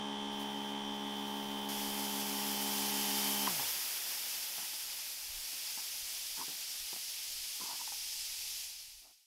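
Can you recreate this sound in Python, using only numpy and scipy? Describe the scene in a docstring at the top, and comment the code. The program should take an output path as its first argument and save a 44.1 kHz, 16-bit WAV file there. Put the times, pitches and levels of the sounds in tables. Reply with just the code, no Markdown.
"""Outdoors, a pressure washer pumps water into a welded steel ball: a geared motor whines, three
plungers hum, valves rattle. A pinhole in a weld spurts and hisses ever louder, and at 1.7 s a seam
splits into a wide spray. At 3.5 s the switch snaps off, the hose jolts and the pump coasts down.
The spray dulls as the pressure sinks, the hose knocks and drags about in a light breeze,
and the scene fades out."""
import sys
import numpy as np
from scipy import signal
from scipy.fft import rfft, irfft
from scipy.io import wavfile
from scipy.ndimage import uniform_filter1d, map_coordinates

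SR = 44100
rng = np.random.default_rng(int(sys.argv[2]) if len(sys.argv) > 2 else 0)


def wav_out(sig):
    """Save sig, one row per channel (or a flat mono array), as 16-bit PCM at SR to the path in sys.argv[1]."""
    wavfile.write(sys.argv[1], SR, np.round(np.clip(np.atleast_2d(sig).T, -1, 1) * 32767).astype(np.int16))


N = 408359
TIME = np.arange(N) / SR
SPLIT_S, SWITCH_OFF_S = 1.686, 3.472
GEAR_TEETH, PINION_TEETH = 45, 11

# the jet from the split seam: t/s, treble level/dB, pressure (0 soft spray, 1 hard spray)
JET = [(1.7, -43, 0.84), (2.3, -40.5, 0.82), (3.13, -36, 0.82), (3.6, -36, 1), (3.9, -38.5, 0.86),
       (4.4, -40, 0.67), (5.33, -43.8, 0.47), (5.53, -41.5, 0.46), (6.7, -42.5, 0.27), (8.5, -42, 0.017)]
# tone of the spray at high pressure: f/Hz, relative level/dB
SPRAY_HARD = [(50, -27), (130, -19), (280, -16), (600, -11.5), (1200, -10), (2500, -5), (3400, -3),
              (4000, -6.5), (5300, -1.5), (7200, -7), (8500, -6.5), (12200, -2), (15600, -7.5)]
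# tone of the spray at low pressure: f/Hz, relative level/dB
SPRAY_SOFT = [(50, -46), (130, -27.5), (330, -28), (650, -23.5), (1250, -22.5), (1700, -18), (2550, -7.5),
              (4000, -4.5), (5200, -1), (7200, -7.5), (9600, -7.5), (12200, -8), (15600, -18)]
# the steel ball's colour on the spray: f/Hz, width/Hz, gain/dB
SHELL = [(837, 62, 11), (3800, 140, -3.5), (4180, 130, -2), (4640, 180, 1), (5000, 440, 1), (8400, 290, -5),
         (11070, 570, -2), (13200, 440, -3), (14000, 700, 2)]
# tone of the pinhole's hiss: f/Hz, relative level/dB
LEAK_TONE = [(500, -24), (2500, 1.5), (5300, 4), (8000, -4), (10500, 1), (13000, 1), (15700, 0.5)]
# the hiss swells as the pinhole widens, then recedes: t/s, level/dB
LEAK_LEVEL = [(0, -68), (.9, -61.5), (1.3, -52), (3.5, -49.5), (5, -64)]
# brief jets from the pinhole: start/s, length/s, level/dB
SPURTS = [(.32, .41, -59.5), (0.393, .045, -51.5), (.94, .03, -59)]
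# the pump shaft under power, sagging as the load grows: t/s, speed/(turns/s)
SHAFT_SPEED = [(0, 69.45), (.57, 69.24), (1.1, 69.17), (1.55, 68.95), (1.85, 68.93), (2.2, 68.72),
               (2.85, 68.72), (3.15, 68.59), (3.47, 68.65)]
# plunger hum: multiple of the pump shaft, relative level/dB
PLUNGER_HUM = [(2, -64.5), (3, -45.5), (4, -55), (5, -61), (6, -52.5)]
# valve buzz: multiple of the pump shaft, relative level/dB
VALVE_BUZZ = [(7, -65), (8, -62.5), (9, -59), (11, -58), (12, -51), (13, -53), (14, -61.5), (15, -58.5),
              (16, -82), (17, -60.5), (21, -66.5), (23, -67), (25, -69.5), (28, -65), (31, -71.5),
              (36, -70), (40, -70.5)]
# tone of the valve clatter: f/Hz, relative level/dB
RATTLE_TONE = [(60, -14), (150, -14), (250, -10), (600, -8), (920, 1), (1400, -7.5), (2300, -11),
               (3150, -5.5), (4300, -15.5), (5600, -14), (6800, -20), (9500, -23.5), (15000, -49)]
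# the load rides the drive's levels: t/s, gear and bearing gain/dB, motor whistle gain/dB
LOAD = [(0, 4, -2), (1.7, 3, -1.5), (2.15, 1.3, -2.5), (2.8, 3, -2.5), (3, 4, -11.5), (3.45, 5.5, -12)]
# gear whine: multiple of the tooth rate, relative level/dB
GEAR_WHINE = [(1, -52), (2, -73.5), (3, -75)]
# bearing tones at full speed: f/Hz, relative level/dB
BEARINGS = [(3015, -64), (3213, -64.5), (3298, -68), (3328, -67), (3610, -64.5)]
# whistle of the motor slots: multiple of the motor shaft, relative level/dB
MOTOR_WHISTLE = [(2, -66.5), (3, -60), (12, -52.5), (13, -64), (18, -70), (20, -64), (24, -78)]
# motor hum: multiple of the motor shaft, level/dB
MOTOR_HUM = [(1, -51)]
# resonances of the switch: f/Hz, width/Hz, gain/dB
SWITCH_MODES = [(1310, 280, -11), (1830, 250, 5), (2750, 350, 4)]
# bumps of pump and hose: t/s, ring peak/dB, ring f/Hz, thump against ring/dB, contact length/s
KNOCKS = [(3.4743, -24.5, 1010, -24, 0.024), (3.596, -33, 870, -7.5, 0.05), (3.674, -43, 830, -18, .024),
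          (4.581, -42.5, 780, -4, 0.044), (4.625, -48, 900, -5, 0.048), (4.732, -47.5, 840, -8, 0.036),
          (5.53, -60, 700, 6, 0.044), (5.775, -45.5, 850, -6, .05), (6.482, -51, 790, 6.5, 0.057),
          (6.93, -46, 740, 2.5, 0.023), (6.963, -47.5, 725, 2, 0.022), (7.876, -41, 900, -24, .02),
          (7.921, -42.5, 850, -19, .029)]
# drags of the hose: start/s, length/s, ring level at mid-stroke/dB, ring f/Hz, rub against ring/dB
SCRAPES = [(6.368, 0.083, -47.5, 940, -9.5), (7.595, 0.062, -52, 980, -4), (7.635, 0.15, -50.5, 890, -15),
           (7.781, 0.062, -52, 920, -17), (9.014, 0.12, -52, 750, -8)]
# tone of the wind's rumble: f/Hz, relative level/dB
WIND_TONE = [(10, -5.5), (25, 2.5), (38, -3.5), (50, -2.5), (75, -10.5), (130, -21.5), (300, -44),
             (1000, -75)]
# puffs of wind: middle/s, length/s, level/dB
GUSTS = [(.3, .3, -68.5), (.9, .12, -67), (1.5, .3, -72), (1.87, .22, -64), (5.35, .17, -58),
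         (6.03, .09, -63), (6.33, .1, -67), (6.816, .1, -65), (7.38, .18, -64), (8.35, 1, -66.5),
         (8.94, .3, -59)]
# reflections off the bench and things near by: delay/s, gain/dB
ECHOES = [(.0031, -27), (.0047, -24), (.0083, -24), (0.014, -27), (.021, -24)]
# the closing fade: t/s, gain/dB
FADE = [(0, 0), (8.58, 0), (8.8, -7), (9, -13), (9.13, -20.5), (9.26, -28.5)]


def spray(patchy_db=0.46, flicker_db=0.41, treble_hz=3800, opening_s=0.0038):
    """The split seam: a turbulent jet that loses its roar and its top as the pressure sinks."""
    hz, t, noise = signal.stft(rng.standard_normal(N), SR, nperseg=512, noverlap=384)
    pressure = np.interp(t, TIME, curve(JET, column=2))
    colour_db = np.outer(tone_db(SPRAY_SOFT, hz), 1 - pressure)
    colour_db += np.outer(tone_db(SPRAY_HARD, hz), pressure)
    colour_db += sum(db / (1 + ((hz - f) / width * 2) ** 2) for f, width, db in SHELL)[:, None]
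    shape = gain_of(colour_db)
    shape /= np.sqrt((shape[hz > treble_hz] ** 2).sum(0) / len(hz))  # morph at constant treble power
    # turbulence: patches of the spectrum shimmer, and the whole jet flickers
    patches = uniform_filter1d(rng.standard_normal(noise.shape), size=14, axis=0)
    patches = unit_rms(uniform_filter1d(patches, size=22, axis=1))
    flicker = unit_rms(uniform_filter1d(rng.standard_normal(len(t)), size=9))
    turbulence = gain_of(patchy_db * patches + flicker_db * flicker)
    jet = signal.istft(noise * shape * turbulence, SR, nperseg=512, noverlap=384)[1][:N]
    attack = np.clip((TIME - SPLIT_S) / opening_s, 0, 1)
    return jet * attack * gain_of(curve(JET))


def leak(roughness=0.08, spurt_edge_s=0.015):
    """Water squeezes through a pinhole in a weld: a fine hiss with a few early spurts."""
    power = gain_of(curve(LEAK_LEVEL)) ** 2
    for start, length, db in SPURTS:
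        gate = np.clip(np.minimum(TIME - start, start + length - TIME) / spurt_edge_s + .5, 0, 1)
        power += (gain_of(db) * gate) ** 2
    hiss = rng.standard_normal(N) * (1 + roughness * drift(200))
    return np.sqrt(power) * coloured(hiss, LEAK_TONE)


def pump(trim_db=-0.8, coast_s=0.33, friction_turns_per_s2=22, coast_db_per_s=115, cut_db_per_s=800):
    """Plungers, valves and drive ride one shaft; switched off, it slows against water and dry friction."""
    coasted_s = np.maximum(TIME - SWITCH_OFF_S, 0)
    speed = curve(SHAFT_SPEED) * np.exp(-coasted_s / coast_s) - friction_turns_per_s2 * coasted_s
    speed = np.maximum(speed, 0)
    turns = np.cumsum(speed) / SR + 0.0002 * drift(25)  # a touch of jitter
    body = tones(turns, PLUNGER_HUM, waver=0.02) + tones(turns, VALVE_BUZZ, waver=0.074)
    body += valve_rattle(turns)
    body *= gain_of(trim_db - coast_db_per_s * coasted_s)
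    # the drive sings only while the motor pulls
    drive = (gears(turns) + motor(turns)) * gain_of(-cut_db_per_s * coasted_s)
    return (body + drive) * (speed > 0)


def valve_rattle(turns, gain_db=-49, looped_share=0.23, shaft_depth=0.098, valve_depth=0.093):
    """Valves clatter in the housing three times a turn; part of the clatter loops with every turn."""
    pattern = signal.resample(rng.standard_normal(640), 5120)
    loop = pattern[(turns % 1 * len(pattern)).astype(int)]
    clatter = np.sqrt(looped_share) * loop + np.sqrt(1 - looped_share) * rng.standard_normal(N)
    shaft_pulse = 1 + shaft_depth * np.cos(2 * np.pi * turns)
    valve_pulse = 1 + valve_depth * np.cos(2 * np.pi * 3 * turns)
    return gain_of(gain_db) * coloured(clatter * shaft_pulse * valve_pulse, RATTLE_TONE)


def gears(turns, eccentricity=0.59, wobble_teeth=0.045, full_turns_per_s=69.3):
    """Teeth and bearings sing; an off-centre wheel presses and slows the teeth once a turn."""
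    teeth = turns * GEAR_TEETH - wobble_teeth * np.sin(2 * np.pi * turns)
    tremolo = 1 + eccentricity * np.cos(2 * np.pi * turns)
    whine = tones(teeth, GEAR_WHINE, waver=0.084) * tremolo
    bearings = tones(turns, [(hz / full_turns_per_s, db) for hz, db in BEARINGS], waver=0.27)
    return (whine + bearings) * gain_of(curve(LOAD))


def motor(turns):
    """The motor's slots whistle, and its shaft tone beats against the pump's fourth harmonic."""
    motor_turns = turns * GEAR_TEETH / PINION_TEETH
    whistle = tones(motor_turns, MOTOR_WHISTLE, waver=0.22) * gain_of(curve(LOAD, column=2))
    return whistle + tones(motor_turns, MOTOR_HUM, waver=0.037)


def switch(peak_db=-24, snap_s=0.0001):
    """The switch snaps open: a tiny impulse rings its resonances into a click."""
    snap = np.exp(-np.arange(SR // 20) / SR / snap_s)
    click = sum(gain_of(db) * resonate(snap, hz, width) for hz, width, db in SWITCH_MODES)
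    out = np.zeros(N)
    add(out, SWITCH_OFF_S, gain_of(peak_db) * unit_peak(click))
    return out


def knocks(scuff=0.14, slide_s=0.1):
    """The stopping pump jolts the hose; later hose and lance bump: a hollow ring over a dull thump."""
    out, t = np.zeros(N), np.arange(SR // 5) / SR
    for start, db, ring_hz, thump_db, length in KNOCKS:
        tap = np.exp(-(length / slide_s) ** 2)  # short contacts tap, long ones slide in softly
        attack = 1 - (1 - tap) * np.exp(-5 * t / length)
        blow = scuff * rng.standard_normal(len(t)) * attack * np.exp(-2 * t / length)
        blow[0] += 2 * tap
        blow = softened(blow)
        ring = unit_peak(resonate(blow, ring_hz, width_hz=135))
        thump = unit_peak(resonate(blow, hz=280, width_hz=230))
        add(out, start, gain_of(db) * (ring + gain_of(thump_db) * thump))
    return out


def scrapes(chatter=0.27, chatter_hz=160):
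    """The dragging hose sticks and slips; each stroke swells and fades, a hollow ring over a dull rub."""
    out = np.zeros(N)
    grip = softened(rng.standard_normal(N) * np.exp(chatter * drift(chatter_hz)))
    for start, length, db, ring_hz, rub_db in SCRAPES:
        friction = grip[round(start * SR):][:round(length * SR)]
        stroke = np.sin(np.linspace(0, np.pi, len(friction)))
        ring = stroke * unit_rms(resonate(friction, ring_hz, width_hz=135))
        rub = np.sqrt(abs(stroke)) * unit_rms(resonate(friction, hz=310, width_hz=180))
        add(out, start, gain_of(db) * (ring + gain_of(rub_db) * rub))
    return out


def wind(breeze_db=-77, restless_db=2):
    """A light, restless breeze rumbles on the microphone, with gusts on top."""
    power = gain_of(breeze_db + restless_db * drift(6)) ** 2
    for middle, length, db in GUSTS:
        swell = np.exp(-np.minimum((2 * (TIME - middle) / length) ** 2, 50))
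        power += (gain_of(db) * swell) ** 2
    return np.sqrt(power) * coloured(rng.standard_normal(N), WIND_TONE)


def echoed(x):
    """Short reflections ripple the spectrum."""
    out = x.copy()
    for delay, db in ECHOES:
        add(out, delay, gain_of(db) * x)
    return out


def tones(turns, partials, waver):
    """Partials locked to a shaft, each wavering in strength."""
    out = np.zeros(N)
    for multiple, db in partials:
        amplitude = gain_of(db) * np.sqrt(2) * (1 + waver * drift(14))
        out += amplitude * np.cos(2 * np.pi * (multiple * turns + rng.random()))
    return out


def resonate(x, hz, width_hz):
    """One damped resonance."""
    r = np.exp(-np.pi * width_hz / SR)
    return signal.lfilter([1, 0, -1], [1, -2 * r * np.cos(2 * np.pi * hz / SR), r * r], x)


def softened(x, cutoff_hz=1900):
    """Rolls the top off a contact."""
    return signal.sosfilt(signal.butter(2, cutoff_hz, fs=SR, output="sos"), x)


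def coloured(x, tone):
    """Equalises a sound with a tone table, at rms 1."""
    return unit_rms(irfft(rfft(x) * gain_of(tone_db(tone, np.fft.rfftfreq(N, 1 / SR))), N))


def tone_db(tone, hz):
    """Reads a tone table on a log-frequency axis."""
    f, db = np.transpose(tone)
    return np.interp(np.log(hz + 1), np.log(f), db)


def curve(rows, column=1):
    """One column of a time table at every sample."""
    rows = np.array(rows)
    return np.interp(TIME, rows[:, 0], rows[:, column])


def drift(rate_hz):
    """Smooth random modulation of rms 1."""
    knots = rng.standard_normal(2048)
    return unit_rms(map_coordinates(knots, [TIME[::32] * rate_hz], mode="wrap")).repeat(32)[:N]


def add(mix, start_s, sound):
    """Lays a sound into the mix."""
    part = mix[round(start_s * SR):][:len(sound)]
    part += sound[:len(part)]


def gain_of(db):
    """Decibels to a factor."""
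    return 10 ** (np.asarray(db) / 20)


def unit_rms(x):
    """Scales to rms 1."""
    return x / np.sqrt(np.mean(x ** 2) + 1e-20)


def unit_peak(x):
    """Scales to peak 1."""
    return x / abs(x).max()


def scene():
    """All layers in one mono mix, alike on both sides."""
    mix = pump() + switch() + echoed(leak() + spray()) + knocks() + scrapes() + wind()
    return np.array([mix, mix])


def record(dry, top_hz=15750):
    """The closing fade, then a steep high cut."""
    high_cut = signal.firwin(1023, top_hz, window=("kaiser", 9), fs=SR)
    return signal.oaconvolve(dry * gain_of(curve(FADE)), high_cut[None], "same")


dry = scene()
out = record(dry)
wav_out(out)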